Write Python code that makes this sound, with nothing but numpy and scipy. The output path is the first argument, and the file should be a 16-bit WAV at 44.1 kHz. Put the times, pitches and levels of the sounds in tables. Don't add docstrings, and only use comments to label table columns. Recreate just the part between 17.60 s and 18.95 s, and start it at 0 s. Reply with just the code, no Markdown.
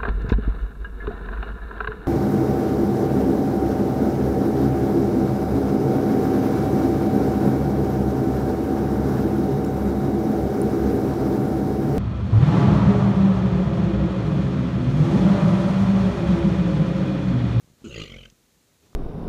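import sys
import numpy as np
from scipy import signal
from scipy.fft import rfft, irfft, next_fast_len
from scipy.io import wavfile
from scipy.ndimage import uniform_filter1d

SR = 44100
rng = np.random.default_rng(int(sys.argv[2]) if len(sys.argv) > 2 else 0)


def waveform_to_disk(signal):
    frames = np.transpose(np.atleast_2d(signal))
    scaled = np.clip(frames, -1, 1) * 32767
    samples = np.round(scaled).astype(np.int16)
    wavfile.write(sys.argv[1], SR, samples)


N = 59535

GROAN_START_S, GROAN_END_S = .2421, .69
FLAP_SCATTER_DB, PUFF_SCATTER_DB = 2.24, 1.3
# (time [s], flap rate [Hz])
FLAP_RATE = [(.24, 128.8), (.285, 74.6), (.32, 61.1), (.36, 55.4), (.42, 52.5), (.46, 48.2), (.55, 45.5),
             (.63, 43), (.73, 42)]
# (time [s], voice level [dB], air level [dB])
EFFORT = [(.24, -39, -51.5), (0.262, -37, -54), (.285, -41.5, -52), (.312, -37.5, -51.5),
          (.337, -42.5, -45.5), (0.359, -38.5, -41.5), (0.384, -35.5, -40.5), (.402, -38.5, -36),
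          (0.439, -41, -36.5), (0.476, -46.5, -46), (.525, -45.5, -47.5), (0.564, -45, -50.5),
          (.61, -51, -55), (.655, -56, -51), (0.679, -62, -66.5)]
def groan():
    t = clock()
    rate = curve(FLAP_RATE)
    sounding = (t > GROAN_START_S) & (t < GROAN_END_S)
    cycles = np.cumsum(rate * sounding) / SR
    starts = np.flatnonzero(np.diff(np.ceil(cycles)))
    scatter = rng.standard_normal((len(starts), 2))
    flaps, puffs = np.zeros(N), np.zeros(N)
    flaps[starts] = amp(FLAP_SCATTER_DB * scatter[:, 0]) * np.sqrt(SR / rate[starts])
    puffs[starts] = amp(PUFF_SCATTER_DB * scatter[:, 1])
    flow = airflow(puffs, sounding)
    times, voice_db, air_db = np.transpose(EFFORT)
    voice = throat(flaps, flow, amp(np.interp(t, times, voice_db)))
    hiss = nose(flow * amp(np.interp(t, times, air_db)))
    return voice + hiss + whistle(flow) + squeaks()


PUFF_PEAK_S, PUFF_RISE_S, PUFF_FALL_S = .0041, .0036, .0043
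# (time [s], flow [share of a puff's peak])
LEAK = [(.33, 0.52), (.42, 0.32), (.5, 0.38)]
def airflow(puffs, sounding):
    t = clock()
    width = np.where(t < PUFF_PEAK_S, PUFF_RISE_S, PUFF_FALL_S)
    flow = through(puffs, swell(PUFF_PEAK_S, width)) + curve(LEAK) * sounding
    return flow / np.sqrt(np.mean(flow[sounding] ** 2))


RASP_ABOVE_HZ = 223
# (time [s], level against the flaps [dB])
RASP = [(.44, -5), (.54, 3.5)]
# (frequency [Hz], gain [dB])
THROAT_TIGHT = [(30, -20), (80, -1.5), (130, -22), (210, 0.5), (280, -7.5), (360, -3), (450, -6.5),
                (530, -43), (600, -36), (900, -41), (1400, -24.5), (1800, -79), (6000, -80)]
THROAT_OPEN = [(22, -7), (50, 1), (110, 5), (160, 6), (265, -20.5), (320, -0.5), (400, -4.5), (550, -1),
               (650, -22.5), (900, -29.5), (1200, -28.5), (1500, -20), (6000, -93)]
THROAT_SLACK = [(22, -35.5), (45, 5.5), (95, 4.5), (140, 5), (175, -4.5), (220, 3.5), (290, -12), (400, -8),
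                (490, -4), (600, -10.5), (720, -22), (950, -36), (1400, -33), (1900, -48), (6000, -73)]
# (tight until [s], open from [s], open until [s], slack from [s])
THROAT_FADES = [.255, .325, .44, .52]
def throat(flaps, flow, gain):
    highpass = signal.butter(2, RASP_ABOVE_HZ, "high", fs=SR)
    rasp = signal.lfilter(*highpass, flow * rng.standard_normal(N))
    voice = (flaps + amp(curve(RASP)) * rasp) * gain
    return crossfade(voice, [THROAT_TIGHT, THROAT_OPEN, THROAT_SLACK], THROAT_FADES)


# (frequency [Hz], gain [dB])
NOSE_WEAK = [(500, 6.5), (950, -21), (1450, 0.5), (1800, -29), (2350, 0.5), (2900, 1), (3400, -8.5),
             (4050, -3.5), (4500, -15), (4900, -4.5), (5400, -18), (6700, 2.5), (7300, -9.5), (8200, -14.5),
             (11000, -38)]
NOSE_FULL = [(500, 3), (950, -22.5), (1200, -2.5), (1500, -15.5), (1800, -13.5), (2000, 7), (2200, -2),
             (2850, 4), (3500, -3), (4750, -6.5), (5500, -21.5), (6700, -7.5), (7900, -26.5), (11000, -38)]
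NOSE_SLACK = [(500, -30), (950, -27.5), (1200, -11.5), (1450, -6.5), (1780, -17.5), (2000, -2.5),
              (2350, -3), (3000, -1.5), (3500, -9.5), (4100, -11.5), (5300, -22.5), (6050, -10.5),
              (6500, -23), (6900, -18.5), (7700, -30.5), (11000, -43)]
# (weak until [s], full from [s], full until [s], slack from [s])
NOSE_FADES = [.3, .36, .44, .51]
def nose(flow):
    air = flow * turbulence(patchy_db=5.5)
    return crossfade(air, [NOSE_WEAK, NOSE_FULL, NOSE_SLACK], NOSE_FADES)


# (time [s], pitch [Hz], level at unit flow [dB])
WHISTLE = [(.24, 2900, -64.5), (0.292, 2920, -56), (.33, 2720, -39.5), (0.367, 2830, -50),
           (0.422, 2880, -74), (0.458, 2900, -69), (0.561, 2950, -63), (0.591, 3080, -45.5),
           (0.61, 2970, -53), (.636, 2930, -45.5), (.658, 3080, -56), (0.678, 3000, -78)]
def whistle(flow):
    t = clock()
    times, hz, db = np.transpose(WHISTLE)
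    return flow * narrow_noise(np.interp(t, times, hz)) * amp(np.interp(t, times, db))


# (time [s], pitch [Hz], level [dB])
SQUEAKS = [(.263, 1435, -49), (0.363, 4800, -48.5), (0.384, 2076, -46), (0.417, 1237, -51.5),
           (0.543, 2290, -42.5), (.656, 1568, -54.5)]
def squeaks():
    return sum(amp(db) * swell(s, width_s=.004) * narrow_noise(hz) for s, hz, db in SQUEAKS)


# (time [s], peak level [dB], low-pass cutoff [Hz])
THUDS = [(.026, -53.5, 193), (.044, -46, 248), (.0755, -48.5, 536), (.086, -55, 197), (0.101, -47.5, 455),
         (.115, -50, 170), (0.136, -54.5, 240), (0.22, -45.5, 350), (0.724, -47, 298), (1.304, -53.5, 220),
         (1.315, -65, 222), (1.331, -41.5, 1120)]
# (frequency [Hz], gain [dB])
THUD_BODY = [(25, -10.5), (70, -6), (165, 2.5), (250, -3.5), (350, -5.5), (850, -9.5), (1200, -5),
             (1600, -18), (9000, -27)]
def hooves():
    out, body = np.zeros(N + SR), ring(THUD_BODY)
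    for s, db, hz in THUDS:
        thud = signal.lfilter(*signal.butter(2, hz, fs=SR), body)
        out[round(s * SR):][:len(thud)] += amp(db) * thud / np.abs(thud).max()
    return out[:N]


GRIT_DECAY_S = .0025
# (time [s], width [s], level [dB])
SCUFFS = [(0.06, 0.044, -68.5), (0.237, 0.035, -58), (1.233, 0.0068, -62.5), (1.264, 0.018, -59.5),
          (1.328, 0.022, -62)]
# (time [s], level [dB])
GRIT = [(0.7, -48.5)]
# (frequency [Hz], gain [dB])
SAND_TONE = [(30, -11), (70, -5), (160, 3), (300, -1.5), (800, -12.5), (1400, -16), (3000, -20.5),
             (7000, -20), (12000, -43)]
GRIT_TONE = [(500, -26), (1700, -16), (2700, 9), (3800, -8), (5300, 5), (6500, 7), (8000, -11),
             (12000, -46)]
def sand():
    t = clock()
    scuffs = sum(amp(db) * swell(s, width) for s, width, db in SCUFFS)
    ticks = sum(amp(db) * (t > s) * np.exp(-np.abs(t - s) / GRIT_DECAY_S) for s, db in GRIT)
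    return scuffs * noise(SAND_TONE) + ticks * noise(GRIT_TONE)


ECHO_T60_S, ECHO_DB = .2, -14
def paddock_echo(x):
    tail = rng.standard_normal(N) * amp(-60 * clock() / ECHO_T60_S)
    return amp(ECHO_DB) * through(x, tail / np.linalg.norm(tail))


RUMBLE_DB = -63
# (frequency [Hz], gain [dB])
RUMBLE_TONE = [(20, -40), (45, 0), (70, 1), (170, 0), (280, -3), (480, -7), (850, -14.5), (2000, -15),
               (3200, -16.5), (4100, -14), (5100, -17.5), (6700, -14), (8500, -19), (15000, -22.5)]
def outdoor_rumble():
    return amp(RUMBLE_DB) * noise(RUMBLE_TONE)


def amp(db):
    return 10 ** (np.asarray(db) / 20)


def unit(x):
    return x / np.sqrt(np.mean(x ** 2) + 1e-20)


def clock():
    return np.arange(N) / SR


def curve(points):
    return np.interp(clock(), *np.transpose(points))


def swell(peak_s, width_s):
    return np.exp(-((clock() - peak_s) / width_s) ** 2 / 2)


def ring(tone, size=8192):
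    f, db = np.transpose(tone)
    hz = np.fft.rfftfreq(size, 1 / SR)
    gain = amp(np.interp(np.log(hz + 1), np.log(f + 1), db))
    cepstrum = irfft(np.log(gain))
    cepstrum[1:size // 2] *= 2
    cepstrum[size // 2 + 1:] = 0
    h = irfft(np.exp(rfft(cepstrum)))
    return h / np.linalg.norm(h)


def through(x, h):
    return signal.fftconvolve(x, h)[:N]


def crossfade(x, tones, times):
    position = np.interp(clock(), times, np.repeat(np.arange(len(tones)), 2)[1:-1])
    return sum(np.maximum(1 - np.abs(position - k), 0) * through(x, ring(tone))
               for k, tone in enumerate(tones))


def noise(tone):
    h = ring(tone)
    return unit(signal.fftconvolve(rng.standard_normal(N + len(h) - 1), h, "valid"))


def turbulence(patchy_db):
    spectra = signal.stft(rng.standard_normal(N), nperseg=256)[2]
    patches = uniform_filter1d(rng.standard_normal(spectra.shape), size=2, axis=0)
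    patches = uniform_filter1d(patches, size=7, axis=1)
    gain = amp(patchy_db * unit(patches))
    gain /= np.sqrt(np.abs(uniform_filter1d(gain ** 2, size=11, axis=0)))
    return unit(signal.istft(spectra * gain, nperseg=256)[1][:N])


def narrow_noise(hz, half_width_hz=103):
    waver = signal.lfilter(*signal.butter(2, half_width_hz, fs=SR), rng.standard_normal((2, N)))
    phase = 2 * np.pi * np.cumsum(hz * np.ones(N)) / SR
    return unit(waver[0] * np.cos(phase) + waver[1] * np.sin(phase))


def scene():
    horse = groan() + hooves() + sand()
    return (horse + paddock_echo(horse) + outdoor_rumble())[None]


TOP_HZ = 15400
def record(dry):
    size = next_fast_len(N + SR // 2)
    passband = np.fft.rfftfreq(size, 1 / SR) < TOP_HZ
    return irfft(rfft(dry, size) * passband, size)[:, :N]


dry = scene()
out = record(dry)
waveform_to_disk(out)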